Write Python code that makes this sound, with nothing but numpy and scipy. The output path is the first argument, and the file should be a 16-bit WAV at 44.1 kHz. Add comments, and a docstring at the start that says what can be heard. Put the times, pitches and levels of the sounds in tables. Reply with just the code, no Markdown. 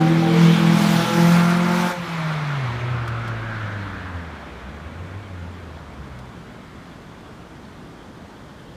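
"""A small four-cylinder car with a loud exhaust pulls past at high revs; a stream murmurs throughout.
The firing tone and its overtones fade in and out as road and guard-rail echoes meet. The engine bay
whines first, then the tailpipe rasps; gas hisses, tyres roar. At 1.9 s the throttle shuts: the tread
sings, the car shifts and rolls away down a valley road, burbling. A low hum wobbles from 2.7 s,
three dry ticks fall between 3 and 6.2 s, and a faint peep follows at 7.6 s."""
import sys
import numpy as np
from scipy import signal
from scipy.io import wavfile
from scipy.ndimage import uniform_filter1d

SR = 44100
rng = np.random.default_rng(int(sys.argv[2]) if len(sys.argv) > 2 else 0)


def digitize_waveform(pressure):
    """Quantize a signal to 16-bit integers and store it at the path in sys.argv[1].

    Rows of a 2-D input are taken as channels; values are limited to [-1, 1].
    """
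    field = np.atleast_2d(pressure).T
    bounded = np.clip(field, -1, 1)
    quanta = np.round(bounded * 32767).astype(np.int16)
    wavfile.write(sys.argv[1], SR, quanta)


N = 386295
TIME_S = np.arange(N) / SR

# Each row: time in seconds, four-stroke cycle rate as heard in Hz, firing tone level in dB.
# Orders are multiples of the cycle rate; order 4 is the firing tone.
ENGINE = [(0, 40.5, -16), (0.3, 41.5, -20), (0.44, 41.9, -10.5), (0.85, 41.4, -19), (1.34, 42.9, -13),
          (1.86, 44.5, -22.5), (1.9, 44.3, -35), (2.06, 43, -35.5), (2.2, 40.5, -24.5), (2.55, 35.5, -24.5),
          (2.7, 29.4, -27), (2.92, 31, -24), (3.0, 29.4, -28), (3.45, 28.2, -28.5), (4.1, 22.5, -37),
          (4.6, 15.2, -43), (5.2, 25.2, -32.5), (5.42, 21.4, -36), (5.6, 22, -40), (5.85, 18.3, -40.5),
          (6.2, 16, -43), (6.5, 13.6, -59), (6.9, 10.7, -70)]

NOSE_AWAY_S, NOSE_TURN_S = 0.524, 0.032  # nose turns away
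TAIL_S, TAIL_TURN_S = 0.96, 0.078  # tailpipe comes into view
PASS_S = 1.47  # car is nearest
LIFT_S, LIFT_RAMP_S = 1.925, 0.011  # throttle shuts
STAGGER_S = 0.025  # low orders die this long before the lift, pipe overtones this long after


def gain_of(db):
    """Decibels to amplitude."""
    return 10 ** (np.asarray(db) / 20)


def unit_rms(x):
    """Scale to rms 1."""
    return x / np.sqrt(np.mean(x ** 2) + 1e-20)


def curves(rows):
    """One per-sample curve for each column after the time column."""
    times_s, *columns = np.transpose(rows)
    return [np.interp(TIME_S, times_s, column) for column in columns]


def window(rows, fade_s):
    """1 over a table's time span, with linear fades outside it."""
    fade_in = np.clip((TIME_S - rows[0][0]) / fade_s + 1, 0, 1)
    fade_out = np.clip((rows[-1][0] - TIME_S) / fade_s + 1, 0, 1)
    return fade_in * fade_out


def after(at_s, ramp_s):
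    """Smooth step from 0 to 1 around at_s."""
    return .5 + .5 * np.tanh((TIME_S - at_s) / ramp_s)


def wander(hz):
    """Random curve of rms 1 that changes about hz times a second."""
    step = max(int(SR / hz), 1)
    knots = rng.standard_normal(N // 64 + 2)[:N // step + 2]
    line = np.interp(np.arange(N) / step, np.arange(len(knots)), knots)
    return unit_rms(uniform_filter1d(line, step))


def noise(spectrum, patchy_db, tilt_db_per_oct=None, size=1024):
    """Shaped noise of rms 1 with drifting spectral patches; the tilt acts above 1.5 kHz."""
    hop = size // 4
    frames, hz = N // hop + 5, np.fft.rfftfreq(size, 1 / SR)
    real, imag, patches = rng.standard_normal((frames, len(hz), 3)).T
    patches = unit_rms(uniform_filter1d(uniform_filter1d(patches, size=12, axis=0), size=12, axis=1))
    knots_hz, knots_db = np.transpose(spectrum)
    colour_db = np.interp(np.log(hz + 1), np.log(knots_hz), knots_db, left=-80)[:, None]
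    if tilt_db_per_oct is not None:
        starts = np.minimum(np.arange(frames) * hop, N - 1)
        octaves = np.log2(np.maximum(hz, 1500) / 1500)[:, None]
        colour_db = colour_db + octaves * tilt_db_per_oct[starts]
    shape = gain_of(colour_db)
    shape /= np.sqrt((shape ** 2).mean(0))
    spectra = (real + 1j * imag) * shape * gain_of(patchy_db * patches)
    return unit_rms(signal.istft(spectra, nperseg=size, noverlap=size - hop)[1][:N])


def band(hz, width_hz):
    """Noise of rms 1 in one resonance centred on hz, steady or gliding."""
    carrier = np.exp(2j * np.pi * np.cumsum(hz * np.ones(N)) / SR)
    pole = np.exp(-np.pi * width_hz / SR)
    white = rng.standard_normal(N) + 1j * rng.standard_normal(N)
    baseband = signal.lfilter([1], [1, -2 * pole, pole ** 2], white)
    return unit_rms((carrier * baseband).real)


def tone(cycles, db, fade_db=0, smear_rad=0, rough_db=0, locked=False):
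    """Sine at rms level db; echoes fade it and smear its phase, uneven firing roughens it."""
    offset = 0 if locked else rng.random()
    phase = 2 * np.pi * (cycles + offset) + smear_rad * wander(14)
    return np.sqrt(2) * gain_of(db + fade_db * wander(7) + rough_db * wander(70)) * np.sin(phase)


def swing_db(order):
    """Brief dips and swells of one order, some where echoes meet the direct sound, some from other causes such
    as a puff of gas as the throttle shuts."""
    # Each row: time in seconds, order, change in dB, half width in seconds.
    swings = [(0.583, 4, -7, 0.049), (1.09, 4, -16, 0.071), (0.805, 4, -6, 0.024), (0.7, 4, 1, .05),
              (1.02, 3, 5.5, .2), (4.174, 4, 8, 0.068), (1.035, 5, -7, 0.1), (1.95, 4, -8, .014),
              (2.01, 4, 6, .045), (2.0, 3, 34, .022), (0.44, 6, -8, .05), (5.2, 12, -5, .3),
              (1.85, 32, -10, .15), (2.065, 4, -9, .016), (2.228, 4, -7, .014), (2.8, 4, -7, .018),
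              (0.3, 8, 4.5, 0.043), (1.215, 8, 7.5, 0.078), (1.4, 8, -3.5, 0.11), (3.8, 8, 5.5, 0.46),
              (6.2, 8, 12, 0.19), (0.57, 8, -7, .04), (0.77, 8, -14, .015), (0.875, 8, -12, .015),
              (1.075, 8, -14, .025), (1.8, 8, 3, .15), (2.0, 8, -18, .025), (2.08, 8, 5, .05),
              (0.11, 11, -18, 0.12), (0.448, 11, -3, 0.028), (0.049, 13, 8, 0.25), (0.17, 19, -19, 0.045),
              (1.46, 12, -7, 0.051), (2.0, 12, 7.5, 0.059), (2.3, 12, -28, 0.24), (2.4, 12, -7, 0.036),
              (2.23, 16, 11.5, 0.12), (1.14, 16, -10, 0.027), (1.1, 16, -11, 0.033), (1.53, 20, -9, 0.12),
              (0.75, 32, -27, 0.17), (0.75, 36, -12, .17), (1.51, 32, 3, 0.18)]
    t = np.arange(0, N / SR, .002)
    bumps = [db * np.exp(-((t - at_s) / half_s) ** 2) for at_s, k, db, half_s in swings if k == order]
    return np.interp(TIME_S, t, sum(bumps)) if bumps else 0


def firing(cycles, cycle_hz, db):
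    """Firing tone; off throttle, uneven burning makes it burble, more at low revs."""
    burble_db = 45 / cycle_hz * wander(45) * after(LIFT_S, LIFT_RAMP_S)
    return tone(4 * cycles, db + swing_db(4) + burble_db, fade_db=.6, smear_rad=.17, locked=True)


def pulling(cycles):
    """Orders under load; locked orders 3 to 6 throb once a cycle, order 5 peaks at 0.82 s."""
    drop_db = -29
    shut_db = drop_db * after(LIFT_S - STAGGER_S, 2 * LIFT_RAMP_S)
    abreast = np.exp(-((TIME_S - 0.82) / 0.4) ** 2)
    fifth_db = -19 - 9.5 * (1 - abreast) + swing_db(5) + shut_db
    eighth_db = -22.5 - 7 * TIME_S + swing_db(8) + drop_db * after(LIFT_S, LIFT_RAMP_S)
    return (tone(5 * cycles, fifth_db, fade_db=1.2, smear_rad=.15, locked=True)
            + tone(8 * cycles, eighth_db, fade_db=1, smear_rad=.3, rough_db=2)
            + tone(3 * cycles, -38 + swing_db(3) + shut_db, fade_db=.8, smear_rad=.15, locked=True)
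            + tone(7 * cycles, fifth_db - 20, fade_db=2, smear_rad=.5))  # the cylinders differ


def whine(cycles):
    """Orders that the engine bay radiates forwards; they fade as the nose passes."""
    # Each row: facing level in dB, change once turned away in dB. Rows are orders 6, 11, 19.
    nose_levels = [(-30.5, -3.5), (-27.5, -12), (-27.5, -12.5)]
    away = [after(at_s, NOSE_TURN_S) for at_s in (NOSE_AWAY_S, NOSE_AWAY_S, 0.3)]
    sixth_db, eleventh_db, nineteenth_db = (
        db + change_db * step for (db, change_db), step in zip(nose_levels, away))
    orders = (tone(6 * cycles, sixth_db + swing_db(6), fade_db=1.5, smear_rad=.2, locked=True)
              + tone(13 * cycles, sixth_db - 9 + swing_db(13), fade_db=2, smear_rad=.3, rough_db=3)
              + tone(11 * cycles, eleventh_db + swing_db(11), smear_rad=.3, rough_db=2.5)
              + tone(19 * cycles, nineteenth_db + swing_db(19), smear_rad=.3, rough_db=2.5))
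    return orders * (1 - after(0.99, 0.087))


def exhaust_rumble(load, lull_db):
    """Low exhaust noise, screened at first by the car body."""
    # Each row: frequency in Hz, relative density in dB.
    spectrum = [(30, -14), (60, -7), (170, 9.5), (300, 0.5), (600, 2.5), (1200, -10), (5000, -70)]
    hidden = 1 - after(0.073, 0.11)
    db = -32 - 2.5 * TIME_S + 2 * load + 2 * lull_db - 3 * hidden
    return gain_of(db) * noise(spectrum, patchy_db=1.4, size=2048)


def tyre_roar(load, lull_db, surge):
    """Tyre noise swells to the pass; distance, ground loss and air then weaken and dull it."""
    # Each row: frequency in Hz, relative density before the tilt in dB.
    spectrum = [(200, -64), (500, -8.5), (900, 2.5), (1370, 3), (1900, -2), (2250, -2), (2700, -9.5),
                (3400, -13), (4200, -17.5), (5000, -28.5), (9000, -47), (16000, -78)]
    near_s = 1.024  # nearest distance over speed
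    spread_db = -10 * np.log10(1 + ((TIME_S - PASS_S) / near_s) ** 2)
    ground_db = -2 * np.maximum(TIME_S - PASS_S, 0)
    db = -26.5 + spread_db + ground_db + load + lull_db  # full load adds 1 dB
    tilt = 5.5 - 3 * after(TAIL_S, TAIL_TURN_S) * load - 0.99 * np.minimum(TIME_S, 4.5)
    return gain_of(db) * noise(spectrum, patchy_db=1.28, tilt_db_per_oct=tilt) * surge ** 0.45


def gas_hiss(surge):
    """Gas surges and spits from the pipe; fast flow under load hisses brighter."""
    # Each row: frequency in Hz, relative density before the tilt in dB.
    spectrum = [(1500, -3.5), (3500, 7.5), (6000, 3), (8000, -4), (12000, -8.5), (16000, -12.5)]
    # Each row: time in seconds, level before normalising gain and fades in dB.
    levels = [(0, -41.5), (0.74, -36), (0.82, -32.5), (1.15, -33), (1.52, -36), (1.62, -40), (1.72, -36.5),
              (1.9, -34), (1.96, -44.5), (2.3, -46), (3.0, -53), (3.6, -55.5)]
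    db, = curves(levels)
    hiss = noise(spectrum, patchy_db=2, tilt_db_per_oct=0.32 * (db + 40.5), size=512)
    spit = gain_of(0.76 * wander(600))
    return gain_of(db) * unit_rms(hiss * surge * spit) * window(levels, fade_s=1.4)


def stream():
    """Flickering wash of water with a gurgling band of small bubbles."""
    # Each row: frequency in Hz, relative density in dB.
    spectrum = [(25, -27), (69, -5.5), (113, -6), (178, -3), (252, -6), (535, -15.5), (1080, -16.5),
                (1600, -20), (2500, -29.5), (3350, -28), (4200, -32), (7000, -38), (15400, -52)]
    wash = gain_of(-41 + .3 * wander(200)) * noise(spectrum, patchy_db=.7, size=2048)
    bubbles_db = -67.5 + 1.5 * wander(5.4) + 3.7 * wander(40)
    return wash + gain_of(bubbles_db) * band(3240 + 150 * wander(25), width_hz=400)


def bay_rasp():
    """Valve gear and intake rasp through the grille, then the wheels rasp."""
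    # Each row: peak time in seconds, half width in seconds, centre in Hz, width in Hz, level in dB.
    rasps = [(0.47, 0.2, 2246, 263, -39), (0.47, 0.15, 3170, 1100, -34.5), (0.97, 0.18, 3196, 1600, -33)]
    out = np.zeros(N)
    for peak_s, half_s, hz, width_hz, db in rasps:
        swell = np.exp(-((TIME_S - peak_s) / half_s) ** 2 / 2)
        out += swell * gain_of(db + 1.8 * wander(17.1)) * band(hz, width_hz)
    return out


def tailpipe(cycle_hz):
    """Firing overtones; the pipe end passes later than the nose, so its pitch drops later."""
    # Each row: order, level in dB relative to rasp_db.
    overtones = [(16, -5), (20, -2), (24, -13), (28, -11), (32, -4), (36, -15)]
    lead_hz, rasp_s = .9, 0.76
    hidden = 1 - after(TAIL_S, TAIL_TURN_S)
    cycles = np.cumsum(cycle_hz + lead_hz * hidden) / SR
    recede_db = -4 * np.maximum(TIME_S - PASS_S, 0)
    burn_db = wander(43.9)  # each cycle burns a little differently
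    twelfth_db = -32 - 12 * hidden + swing_db(12) + recede_db + burn_db
    rasp_db = -30.5 - 9 * (1 - after(rasp_s, TAIL_TURN_S)) + recede_db + burn_db
    twelfth = tone(12 * cycles, twelfth_db, fade_db=1.5, smear_rad=.4, rough_db=2.5)
    rasp = sum(tone(k * cycles, rasp_db + db + swing_db(k), fade_db=.8, smear_rad=.9, rough_db=2)
               for k, db in overtones)
    load = 1 - after(LIFT_S + STAGGER_S, 2 * LIFT_RAMP_S)
    return (twelfth + rasp) * after(NOSE_AWAY_S, NOSE_TURN_S) * load


def tread_song():
    """The tread sings in one band that climbs as the ground echo shortens."""
    # Each row: time in seconds, centre in Hz, level in dB.
    track = [(1.9, 1220, -62), (2.3, 1349, -33.5), (2.6, 1240, -53), (2.98, 1293, -34.5), (3.3, 1369, -37),
             (3.5, 1486, -35.5), (3.95, 1540, -39.5), (4.6, 1602, -55.5)]
    hz, db = curves(track)
    return gain_of(db + 1.2 * wander(8)) * band(hz, width_hz=560) * window(track, fade_s=0.9)


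def coasting(cycles, cycle_hz):
    """The few firing overtones left with the throttle shut."""
    # Each row: order, level in dB relative to top_db.
    overtones = [(16, -10.5), (20, -4), (24, -6.5)]
    since_s = TIME_S - LIFT_S
    eighth_db, twelfth_db = -45 - 2 * since_s, -40 - 3 * since_s
    top_db = twelfth_db - 3 + np.minimum(cycle_hz - 26, 0)  # top orders die at low revs
    out = tone(8 * cycles, eighth_db + swing_db(8), fade_db=2.5, smear_rad=1.1, rough_db=2)
    out += tone(12 * cycles, twelfth_db + swing_db(12), fade_db=2, smear_rad=1.3, rough_db=2)
    for k, db in overtones:
        out += tone(k * cycles, top_db + db + swing_db(k), fade_db=1, smear_rad=1, rough_db=.5)
    return out * after(LIFT_S, LIFT_RAMP_S) * window(ENGINE, fade_s=0.092)


def hum():
    """A faint low tone wobbles down and rises again."""
    # Each row: time in seconds, pitch in Hz, level in dB.
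    glide = [(2.66, 104.3, -39), (2.75, 64.5, -39), (2.85, 99, -38), (2.95, 89.06, -35), (3.02, 66.6, -40),
             (3.1, 83.5, -39), (3.27, 47, -46), (3.35, 60.5, -41), (3.55, 28.3, -47), (3.75, 30.04, -50),
             (4.05, 75.1, -40)]
    hz, db = curves(glide)
    return tone(np.cumsum(hz) / SR, db, fade_db=.5, smear_rad=.41) * window(glide, fade_s=.05)


def ticks():
    """Small dry ticks close by: noise bursts without bass."""
    # Each row: start in seconds, level in dB from which the decay starts.
    hits = [(3.076, -35), (3.276, -36), (6.187, -44)]
    attack_s, t60_s = 0.004, 0.048
    out, t = np.zeros(N), np.arange(1600) / SR
    bandpass = signal.butter(1, (2200, 4500), "bandpass", fs=SR)
    for start_s, db in hits:
        burst = unit_rms(signal.lfilter(*bandpass, rng.standard_normal(len(t))))
        envelope = np.minimum(t / attack_s, 1) * gain_of(db - 60 * t / t60_s)
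        out[round(start_s * SR):][:len(t)] += burst * envelope
    return out


def peep():
    """One short rising peep, perhaps a distant bird."""
    start_s, length_s, hz, db, rise_hz_per_s = (7.64, .028, 4350, -57, 8000)
    out, t = np.zeros(N), np.arange(0, length_s, 1 / SR)
    sweep = np.sin(2 * np.pi * (hz + rise_hz_per_s * t / 2) * t)
    out[round(start_s * SR):][:len(t)] += gain_of(db) * sweep * np.hanning(len(t))
    return out


def scene():
    """Car, stream, hum, ticks and peep in one channel."""
    cycle_hz, firing_db = curves(ENGINE)
    cycles = np.cumsum(cycle_hz) / SR
    engine = (firing(cycles, cycle_hz, firing_db) + pulling(cycles) + whine(cycles)
              + tailpipe(cycle_hz) + coasting(cycles, cycle_hz))
    load = 1 - after(LIFT_S, LIFT_RAMP_S)
    lull_db = -6 * (1 - load) * np.exp(-((TIME_S - LIFT_S) / 0.16) ** 2 / 2)  # brief dip after the lift
    surge = gain_of(wander(9))  # gas flow wavers
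    rush = exhaust_rumble(load, lull_db) + tyre_roar(load, lull_db, surge) + gas_hiss(surge)
    return (engine + rush + bay_rasp() + tread_song() + hum() + stream() + ticks() + peep())[None]


def record(dry):
    """Short fade-in, then a steep low-pass."""
    fade_s, cutoff_hz = .012, 15480
    lowpass = signal.firwin(2047, cutoff_hz, window=("kaiser", 13), fs=SR)
    return signal.oaconvolve(dry * np.minimum(TIME_S / fade_s, 1), lowpass[None], "same")


dry = scene()
out = record(dry)
digitize_waveform(out)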